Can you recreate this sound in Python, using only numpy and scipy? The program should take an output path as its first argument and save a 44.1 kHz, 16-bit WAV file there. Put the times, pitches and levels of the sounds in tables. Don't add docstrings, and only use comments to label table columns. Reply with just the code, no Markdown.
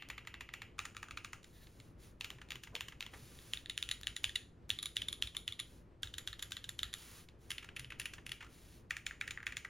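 import sys
import numpy as np
from scipy import signal
from scipy.fft import rfft, irfft
from scipy.io import wavfile
from scipy.ndimage import uniform_filter1d

SR = 44100
rng = np.random.default_rng(int(sys.argv[2]) if len(sys.argv) > 2 else 0)


def persist_wave(psi):
    counts = np.round(np.clip(psi, -1, 1) * 32767).astype(np.int16)
    wavfile.write(sys.argv[1], SR, np.atleast_2d(counts).T)


N = 427329

# f/Hz, relative density/dB
RUMBLE_COLOUR = [(15, -2), (27, -5.5), (36, -9.5), (50, 3), (70, -0.5), (120, 0.5), (150, -7.5),
                 (250, -7.5), (450, -12.5), (700, -20), (1100, -23), (2000, -30.5), (5000, -43),
                 (16000, -59)]
RUMBLE_RMS_DB = -60.5
# f/Hz, rms level/dB before the left-right offset
HUMS = [(48.5, -73), (164, -73.5), (343, -78)]
# f/Hz, correlation/1
LIKENESS = [(30, 1), (120, 0.94), (300, 0.86), (500, 0.78), (800, 0.08), (1200, 0.13), (2000, 1),
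            (16000, 0.64)]
# f/Hz, relative level/dB
HOLLOW_COLOUR = [(1500, -30.5), (2000, -4.5), (2300, -5), (2750, -1.5), (3100, -5.5), (3600, -16.5),
                 (6000, -31.5)]
# t/s, strength/dB, rattle rise time/s, sharpness of tick and snap/dB, action
STROKES = [ (.0221, -8.5, 0.0013, -4.5, "escape"), (.087, -29, 0.00092, -4, "finger lands"),
           (.1, -3.5, 0.0017, 3, "escape"), (.179, -7, 0.0015, -1.5, "escape"),
           (.2498, -24, .0013, 1, "finger settles"), (0.2716, -6.5, 0.0016, 2.5, "escape"),
           (0.3408, -7, 0.00083, -4, "escape"), (0.4073, -6, 0.0017, 2.5, "escape"),
           (0.4893, -11, .0011, -9, "escape"), (.537, -4.5, .0014, 4.5, "escape"),
           (.6179, -6, .0015, 0.5, "escape"), (.782, -13, .0014, 1, "corner tap"),
           (0.7909, 0.5, 0.00067, 1, "corner down"), (0.8521, -7, 0.0017, 3, "corner up"),
           (0.9473, -12, 0.0011, 0, "corner tap"), (.9669, -7.5, 0.00094, 1, "corner down"),
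           (1.0288, -6.5, 0.0013, -3, "corner up"), (1.0844, -11, .0009, 0, "corner tap"),
           (1.109, -7.5, 0.001, -2, "corner down"), (1.172, -3.5, 0.0018, -3.5, "corner down"),
           (1.246, -6, 0.0012, 1.5, "corner down"), (1.3314, -7.5, 0.0013, 0.5, "corner up"),
           (1.4303, -32, .0007, 6, "finger grazes"), (1.4425, -23.5, .0013, 3.5, "finger grazes"),
           (1.6692, -24.5, 0.0013, -5, "finger grazes"), (1.8003, -23, .0009, 0, "finger grazes"),
           (2.2093, -2.5, 0.00087, 0.5, "letter down"), (2.2439, -6, 0.0019, 3.5, "letter tap"),
           (2.3031, -6, 0.00044, 2, "letter up"), (2.384, -20.5, .0017, -3, "finger settles"),
           (2.415, -12.5, 0.0019, 1, "finger settles"), (2.487, -28, .001, 0, "finger grazes"),
           (2.5052, -7, .001, 3, "letter tap"), (2.5189, -6.5, 0.00097, -0.5, "letter tap"),
           (2.5554, -9.5, .0011, 1.5, "letter up"), (2.635, -11.5, .0016, 8, "letter up"),
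           (2.6716, -15.5, .0019, -1, "finger settles"), (2.7522, -1, 0.00074, 0.5, "letter down"),
           (2.761, -5, 0.002, -5, "letter up"), (2.8081, 0.5, 0.00035, 0.5, "letter up"),
           (2.883, -9, 0.0014, 4, "letter up"), (2.921, -14.5, 0.0026, -3, "finger settles"),
           (3.0066, -3.5, 0.00068, 2, "letter down"), (3.0246, -7.5, 0.0009, -2, "letter tap"),
           (3.0635, -7.5, 0.001, -2.5, "letter up"), (3.135, -12.5, 0.0041, 1, "finger settles"),
           (3.389, -17, 0.00032, 2, "digit tap"), (3.5347, 3, 0.00046, 2, "digit down"),
           (3.572, -4.5, 0.0006, -14, "digit tap"), (3.6595, -6.5, 0.00019, -2.5, "digit tap"),
           (3.697, 4, 0.00094, -2.5, "digit up"), (3.7771, 2, .0003, 2.5, "digit down"),
           (3.8265, 4.5, 0.00034, 4, "upper down"), (3.8895, -2, 0.00058, 2.5, "digit down"),
           (3.912, 7.5, 0.0015, 1, "digit up"), (4.0124, -28, 0.0004, -3, "finger lands"),
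           (4.0327, -6, .0005, 2.5, "digit tap"), (4.0701, 5, 0.00045, -0.5, "digit down"),
           (4.1641, 0, 0.001, 4.5, "digit up"), (4.233, -36, .001, -8, "finger lands"),
           (4.242, 9, 0.00062, 0, "digit down"), (4.2938, -4, .0004, 1, "digit tap"),
           (4.3557, 8, 0.0015, -1.5, "digit up"), (4.693, -24, 0.0014, 16, "finger lands"),
           (4.703, 10, 0.00041, 2, "upper down"), (4.788, 3.5, 0.0006, -5.5, "upper up"),
           (4.8271, 2, 0.0013, 5, "upper up"), (4.8574, 5, 0.00057, 3, "upper up"),
           (4.957, -24, .0031, 9, "finger grazes"), (4.9673, 9, 0.00039, 2, "upper down"),
           (5.018, 3.5, 0.0012, 0.5, "upper down"), (5.0842, 5, 0.00096, 1, "upper up"),
           (5.127, 3.5, 0.00089, 2, "upper up"), (5.2236, 10, .00055, 2.5, "upper down"),
           (5.2723, 0, .0008, -5, "upper up"), (5.3469, -10, .0023, -2, "letter up"),
           (5.367, 5, 0.00069, 2, "upper up"), (5.478, 5, 0.00076, 2.5, "upper down"),
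           (5.523, -1, .0007, -4, "upper up"), (5.592, -1, .0013, -5, "digit up"),
           (5.599, 5, 0.00071, 1, "upper up"), (6.0313, 1, .001, 1.5, "home down"),
           (6.0722, -10.5, .0008, -11.5, "home up"), (6.1388, -5.5, 0.0015, -2, "home down"),
           (6.1815, -1, 0.0014, 3.5, "home up"), (6.2745, 1, 0.00095, 0.5, "home down"),
           (6.3292, -4, 0.00079, -8, "home up"), (6.3928, -9, 0.0015, 3, "home down"),
           (6.4243, -0.5, 0.0013, 5, "home up"), (6.507, -30, .0019, 8, "finger lands"),
           (6.5197, -1, 0.00081, 2.5, "home down"), (6.5672, 0, 0.001, -6.5, "home up"),
           (6.6409, -7, 0.0017, 0.5, "home down"), (6.6906, -3, .0011, 4, "home up"),
           (6.7907, 0, .00085, 0.5, "home down"), (6.831, 6.5, 0.00081, -4.5, "home up"),
           (6.9296, -12.5, 0.0012, 4.5, "home down"), (6.9387, -0.5, 0.00054, 4, "home up"),
           (7.2865, -22.5, 0.0011, -5.5, "finger grazes"), (7.5041, -2.5, 0.0017, 5.5, "arrow down"),
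           (7.5151, -3, 0.0011, 3.5, "arrow down"), (7.581, -3, 0.0014, -5, "arrow down"),
           (7.6253, -16.5, 0.0033, 1, "arrow tap"), (7.6442, -14.5, .0015, 5.5, "finger settles"),
           (7.6884, -14.5, .0014, -4, "arrow tap"), (7.763, -1, 0.0025, -2, "arrow up"),
           (7.7944, -7, 0.0011, 5, "arrow down"), (7.8452, -10.5, 0.00051, -8, "arrow down"),
           (7.903, -6, 0.0015, -6.5, "arrow up"), (7.92, -10, 0.0024, -3, "arrow tap"),
           (7.9974, -1, 0.0015, 6, "arrow up"), (8.0152, -9, 0.0013, -1, "arrow down"),
           (8.0553, 1.5, 0.0014, -0.5, "arrow up"), (8.135, -14.5, 0.0022, 12, "arrow tap"),
           (8.181, -14.5, 0.0025, -8, "finger settles"), (8.2645, -4.5, 0.0011, 1.5, "arrow up"),
           (8.2925, -10, 0.00092, 2, "arrow down"), (8.3173, -1, .0013, -0.5, "arrow down"),
           (8.405, -12, 0.0048, -1, "arrow tap"), (8.4245, -11.5, 0.0034, 0, "finger settles"),
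           (8.445, -16.5, 0.0019, 1, "finger rests"), (8.464, -18, 0.0025, -3, "finger rests"),
           (8.9074, 5.5, 0.00082, 0.5, "alt down"), (8.9667, -2, .0009, 4, "alt down"),
           (9.065, 2, 0.0011, 0, "alt up"), (9.1095, -1.5, .00085, -8, "alt tap"),
           (9.2112, 4.5, 0.00086, -1, "alt down"), (9.2771, -2, .0011, 3.5, "alt down"),
           (9.3077, -3, 0.0012, 1.5, "alt up"), (9.374, -0.5, 0.00073, -13, "alt tap"),
           (9.4027, -9, .0008, -4, "alt tap"), (9.4287, -5.5, 0.0011, 2, "alt tap"),
           (9.4669, 5, 0.0009, 0, "alt down"), (9.5224, -4.5, 0.00096, -1, "alt down"),
           (9.5686, -0.5, 0.00084, 1.5, "alt up"), (9.6476, 1, 0.0012, 2.5, "alt tap"), ]
ACTIONS = { "escape": (1174, -7.5, 2230, -0.5, 3504, -9, 0.35, -19, -27, -53),
           "corner down": (1300, -1, 2370, 0.5, 3700, -6.5, 0.24, -12, -22, -53.5),
           "corner up": (1258, 0.5, 1850, -1.5, 2500, -3, 0.29, -10.5, -19, -51.5),
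           "corner tap": (1420, -1, 2550, -13, 3300, -15, .27, -21, -27, -51),
           "letter down": (977, -13, 2652, -1, 3700, -3, 0.28, -13, -23, -62),
           "letter up": (1082.5, -9, 1895.5, -5, 3060, -0.5, 0.22, -14, -21.5, -56),
           "letter tap": (1920, -9.5, 2740, 0, 3520, -4.5, 0.41, -13, -18, -71),
           "digit down": (1852.5, -9, 3003, 1.5, 3760.5, -6, 0.1965, -16, -12, -57.5),
           "digit up": (1990.5, -6, 2900.5, -4, 3759.5, 0, 0.1141, -18, -12, -74),
           "digit tap": (1852, -4.5, 2703.5, -12, 3584, 0, 0.15, -19.5, -17, -59.5),
           "upper down": (1981, -14.5, 2868, -6, 3423, 0.5, 0.15, -20, -18.5, -58.5),
           "upper up": (1170, -19.5, 2205.5, -14, 3592, 0.5, 0.1134, -21.5, -11.5, -74.5),
           "home down": (1574, -6, 3173, 0, 3652, 1.5, 0.1, -12.5, -18, -51.5),
           "home up": (1320, -12.5, 1860, -5, 3587, 0, 0.16, -17, -10, -57.5),
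           "arrow down": (2020, -4.5, 3050, 0, 4400, -14.5, 0.24, -13.5, -11.5, -60),
           "arrow up": (1948, -6, 2700, -1.5, 3500, -16, 0.24, -15, -12.5, -59),
           "arrow tap": (1628, -1, 2582, 1.5, 2900, -18, 0.38, -14, -34, -54),
           "alt down": (1802, 0.5, 2387.5, -1.5, 3450, -10.5, 0.19, -18, -34, -59.5),
           "alt up": (1680, -10, 2330, -1.5, 3316, -4, 0.24, -12.5, -19.5, -56.5),
           "alt tap": (1836, -0.5, 2200, -12, 3250, -21, 0.25, -26, -51, -61),
           "finger lands": (947.5, -15.5, 2048, -10.5, 3657, 2.5, -3.4, -17, -16, -31),
           "finger settles": (1030, -6, 1850, 0, 2900, -5.5, 0.34, -15, -31, -46),
           "finger rests": (1300, -0.5, 2100, -11, 2880, -12, 0.27, -14, -31, -57),
           "finger grazes": (949, -10.5, 2303.5, -1, 3701.5, 0, 0.3, -6.5, -8, -53), }
KEY_GROUPS = { "escape": (7100, 11.5, 12000, 0.5, -2), "corner": (6800, 12, 9300, -0.5, -6),
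              "letter": (6848, 5, 13000, -3, -7), "digit": (6944.5, 0, 10000, -3.5, -21.5),
              "upper": (7097, -5, 10299.5, -4, -21.5), "home": (7150, 1.5, 10900, -5, -12),
              "arrow": (7100, -26, 10498, -2, -8), "alt": (6950, 13.5, 9700, -4, -8),
              "finger": (7140, 1.5, 10060.5, -8.5, -7), }
STEM_WIDTHS = (.065, .11)
# f/Hz, relative level/dB
TICK_COLOUR = [(100, -25.5), (300, -40), (700, -21.5), (1100, -8.5), (1700, 0), (4000, -2), (5500, -3),
               (7000, -2), (9000, -3.5), (12000, -19.5), (15500, -15.5)]
# f/Hz, time to full swing/s, level relative to the thump/dB
DESK_MODES = [(98, 0.02143, -2.5), (55.7, 0.0341, -2.5)]
# t/s, level/dB
WRIST_BUMPS = [(2.33, -55), (2.541, -54.5), (2.68, -57), (3.206, -50.5), (7.78, -52), (7.85, -56),
               (8.281, -55.5)]
# nominal delay/s, level/dB
ECHOES = [(.0079, -17.5), (.0092, -28.5), (0.0114, -20)]
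# f/Hz, relative level/dB
ROOM_COLOUR = [(200, 8.5), (1200, 6.5), (1800, 3.5), (2500, 4), (3000, 2.5), (3800, 1), (4600, 0.5),
               (6000, 3), (7200, 1), (10000, 3.5), (15000, 7)]
# f/Hz, t60/s
ROOM_DECAY = [(300, 0.12), (1500, 0.27), (3000, 0.27), (7000, 0.34), (15000, 0.26)]
# start t/s, length/s, level/dB before the slide gain
HAND_SLIDES = [(1.42, 0.52, -74), (1.977, 0.16, -66), (3.094, 0.56, -64.5), (5.63, 0.21, -71.5),
               (6.934, .33, -60), (7.378, 0.18, -73), (8.469, .37, -68)]
# f/Hz, relative level/dB
SKIN_COLOUR = [(300, -6), (1000, 2.5), (2000, 5), (3800, 5.5), (5000, 2.5), (7000, 3.5), (10000, 4.5),
               (12500, -4), (15500, -1.5)]
# start t/s, length/s, peak level/dB
CAP_DRAGS = [(1.52, 0.093, -66.5), (1.6, 0.061, -64)]
# f/Hz, relative level/dB
CAP_COLOUR = [(1000, -20), (1500, -17), (1800, 1), (2200, -11), (3200, -8), (3900, 0), (4700, -12),
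              (9000, -13)]
# start t/s, length/s, peak level/dB
CASE_BRUSHES = [(2.3, .05, -63), (2.722, .06, -55.5), (3.115, .07, -60)]
# f/Hz, relative level/dB
CASE_COLOUR = [(150, -10), (310, 5), (500, 3), (700, -3), (1050, -4), (1500, -9), (3000, -40)]
# f/Hz, phase by which the left leads/rad
PORT_LEAD = [(2000, 0), (3000, .48), (3700, .56), (4800, .2), (6100, .14), (7000, .55), (7600, 1.9),
             (8100, 3.03), (8500, 3.03), (9100, 1.75), (9700, .9), (11000, .25), (13000, .15),
             (15500, -1.6)]

SPEED_UP_S, SLOW_DOWN_S = 0.054, 0.082
BAND_EDGE_HZ = 15900


def amp(db):
    return 10 ** (np.asarray(db) / 20)


def evened(x):
    return x / np.sqrt(np.mean(x ** 2) + 1e-20)


def read(points, hz):
    f, value = np.transpose(points)
    return np.interp(np.log(hz + 1), np.log(f + 1), value)


def bins(size):
    return np.fft.rfftfreq(size, 1 / SR)


def add(mix, start_s, sound):
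    part = mix[max(round(start_s * SR), 0):][:len(sound)]
    part += sound[:len(part)]


def noise(colour):
    white = rfft(rng.standard_normal(N))
    return evened(irfft(white * amp(read(colour, bins(N))), N))


def rumble(left_db=0.4, waver=0.28, surge_db=1.43, surge_s=0.075):
    likeness = np.clip(read(LIKENESS, bins(N)), 0, 1)
    common = irfft(rfft(noise(RUMBLE_COLOUR)) * np.sqrt((1 + likeness) / 2), N)
    apart = irfft(rfft(noise(RUMBLE_COLOUR)) * np.sqrt((1 - likeness) / 2), N)
    slow = np.exp(-(bins(N) * surge_s) ** 2)
    surge = evened(irfft(rfft(rng.standard_normal(N)) * slow, N))
    air = amp(RUMBLE_RMS_DB + surge_db * surge) * np.array([common + apart, common - apart])
    for hz, db in HUMS:
        drift_rad = 2 * np.pi * waver * np.cumsum(rng.standard_normal(N)) / np.sqrt(SR)
        air = air + amp(db) * np.sqrt(2) * np.sin(2 * np.pi * hz * np.arange(N) / SR + drift_rad)
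    return air * amp([[left_db], [-left_db]])


def keys_struck():
    return np.array([KEY_GROUPS[action.split()[0]] for *_, action in STROKES])


def hollow(x, t60_s=0.32, start_db=-12, size=SR // 2):
    t = np.arange(size) / SR
    ring = noise(HOLLOW_COLOUR)[:size] * np.exp(-np.log(1000) * t / t60_s)
    ring /= np.sqrt(uniform_filter1d(abs(rfft(ring)) ** 2, size=200).max())
    stroke_s = [start_s for start_s, *_ in STROKES]
    drive_db = np.interp(np.arange(N) / SR, stroke_s, keys_struck()[:, -1])
    drive = x * amp(drive_db)
    add(drive, 0, amp([start_db]))
    return signal.oaconvolve(drive, ring)[:N]


def played(detune=.022):
    rows = []
    for start_s, db, rise_s, sharp_db, action in STROKES:
        (plate_hz, plate_db, cap_hz, cap_db, housing_hz, housing_db,
         width, tick_db, snap_db, thump_db) = ACTIONS[action]
        shift = 1 + detune * rng.uniform(-1.2, 1, 3)
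        plate_hz, cap_hz, housing_hz = np.array([plate_hz, cap_hz, housing_hz]) * shift
        rows.append((start_s, rise_s, plate_hz, plate_db + db, cap_hz, cap_db + db,
                     housing_hz, housing_db + db, width,
                     tick_db + db + sharp_db, snap_db + db + sharp_db, thump_db + db))
    return rows


def travel(level_db=-47, length_s=.012):
    speed, ramp = np.zeros(N), np.linspace(0, 1, int(length_s * SR))
    for start_s, *_, tick_db, _, _ in played():
        add(speed, start_s - length_s, amp(tick_db + level_db) * ramp)
    return speed * noise(SKIN_COLOUR)


def resonance(hz, centre_hz, width):
    return 1 / (1 + ((hz - centre_hz) / (width * centre_hz)) ** 2) ** 3


def causal(gain):
    log_gain = np.log(np.maximum(gain, 1e-5))
    circle = np.concatenate([log_gain, log_gain[:, -2:0:-1]], axis=1)
    return np.exp(np.conj(signal.hilbert(circle, axis=1)))[:, :gain.shape[1]]


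def rattle(rise_s, size, count, evenness=0.93):
    u = np.arange(size) / SR / np.maximum(rise_s, 1e-4)
    force = rfft(rng.standard_normal(u.shape) * u * np.exp(-u), axis=1)
    force /= np.sqrt(np.mean(abs(force) ** 2, axis=1, keepdims=True))
    local_power = uniform_filter1d(abs(force) ** 2, size=count, axis=1)
    return force / local_power ** (evenness / 2)


def clacks(blur, ring_db, tick_db, reflection_db, count, size=2048):
    (start_s, rise_s, plate_hz, plate_db, cap_hz, cap_db, housing_hz, housing_db,
     width, level_db, snap_db, _) = np.transpose(played())[:, :, None]
    hz = bins(size)
    parts = (plate_hz, plate_db), (cap_hz, cap_db), (housing_hz, housing_db)
    ring = sum(amp(db + ring_db) ** 2 * resonance(hz, f, width * blur) for f, db in parts) / blur
    low_hz, low_db, high_hz, high_db, _ = keys_struck().T[:, :, None]
    stem = zip((low_hz, high_hz), STEM_WIDTHS, (low_db, high_db))
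    snap = sum(amp(snap_db + db) ** 2 * resonance(hz, f, w) for f, w, db in stem)
    tick = amp(read(TICK_COLOUR, hz) + level_db + tick_db) ** 2
    lag_s = rng.uniform(.0005, .0012, start_s.shape)
    reflection = 1 + amp(reflection_db) * np.exp(-2j * np.pi * hz * lag_s)
    response = causal(np.sqrt(ring + snap + tick))
    strokes = irfft(rattle(rise_s, size, count) * reflection * response, axis=1)
    out = np.zeros(N)
    for start, stroke in zip(start_s[:, 0], strokes):
        add(out, start, stroke[:size // 2])
    return out


def swing(hz, swell_s):
    t = np.arange(SR // 5) / SR
    envelope = (t / swell_s * np.exp(1 - t / swell_s)) ** 3
    return envelope * np.cos(2 * np.pi * hz * (t - swell_s))


def desk(wrist_hz=125, wrist_swell_s=0.0254):
    thump = sum(amp(db) * swing(hz, swell_s) for hz, swell_s, db in DESK_MODES)
    out = np.zeros(N)
    for start_s, *_, thump_db in played():
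        add(out, start_s, amp(thump_db) * thump)
    for start_s, db in WRIST_BUMPS:
        add(out, start_s, amp(db) * swing(wrist_hz, wrist_swell_s))
    return out


def room_answer(tail_db=-9.0, wide_db=-13, onset_s=.004, size=SR // 2):
    hz, t, z = signal.stft(rng.standard_normal((2, size)), SR, nperseg=256)
    decay = np.exp(-np.log(1000) * t / read(ROOM_DECAY, hz)[:, None])
    z = z * amp(read(ROOM_COLOUR, hz)[:, None]) * decay
    onset = 1 - np.exp(-(np.arange(size) / SR / onset_s) ** 2)
    tails = signal.istft(z, SR, nperseg=256)[1][:, :size] * onset
    common, apart = amp(tail_db) * tails / np.linalg.norm(tails, axis=1, keepdims=True)
    for delay_s, db in ECHOES:
        add(common, delay_s * rng.uniform(.9, 1.1), amp([db]))
    return np.array([common + amp(wide_db) * apart, common - amp(wide_db) * apart])


def room(x, count=4, half_turns_per_s=1.3):
    out = np.zeros((2, N))
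    for k in range(count):
        phase = np.pi * (half_turns_per_s * np.arange(N) / SR + k / count)
        share = np.sqrt(2 / count) * np.cos(phase)
        out += signal.oaconvolve((x * share)[None], room_answer(), axes=1)[:, :N]
    return out


def slides(level_db=2.0, grain_db=1.2):
    t, speed = np.arange(N) / SR, np.zeros(N)
    for start_s, length_s, db in HAND_SLIDES:
        rise = np.clip((t - start_s) / SPEED_UP_S, 0, 1)
        fall = np.clip((start_s + length_s - t) / SLOW_DOWN_S, 0, 1)
        speed += amp(db) * rise * fall
    grain = evened(uniform_filter1d(rng.standard_normal(N), size=200))
    return uniform_filter1d(speed, size=900) * amp(level_db + grain_db * grain) * noise(SKIN_COLOUR)


def rubs(strokes, colour):
    pressure = np.zeros(N)
    for start_s, length_s, db in strokes:
        add(pressure, start_s, amp(db) * np.sqrt(np.hanning(int(length_s * SR))))
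    return pressure * noise(colour)


def ports(x):
    turn = np.exp(.5j * read(PORT_LEAD, bins(N)))
    return irfft(rfft(x, axis=1) * np.array([turn, turn.conj()]), N, axis=1)


def scene():
    friction = slides() + rubs(CASE_BRUSHES, CASE_COLOUR) + rubs(CAP_DRAGS, CAP_COLOUR) + travel()
    direct = clacks(blur=0.84, ring_db=-0.5, tick_db=-2.0, reflection_db=-12, count=25)
    scattered = clacks(blur=1.49, ring_db=-0.5, tick_db=1.5, reflection_db=-19, count=1)
    near = direct + hollow(scattered) + friction
    return ports(near + room(scattered + friction)) + desk() + rumble()


def record(dry):
    lowpass = signal.firwin(401, BAND_EDGE_HZ, window=("kaiser", 8), fs=SR)
    return signal.oaconvolve(dry, lowpass[None], "same")


dry = scene()
out = record(dry)
persist_wave(out)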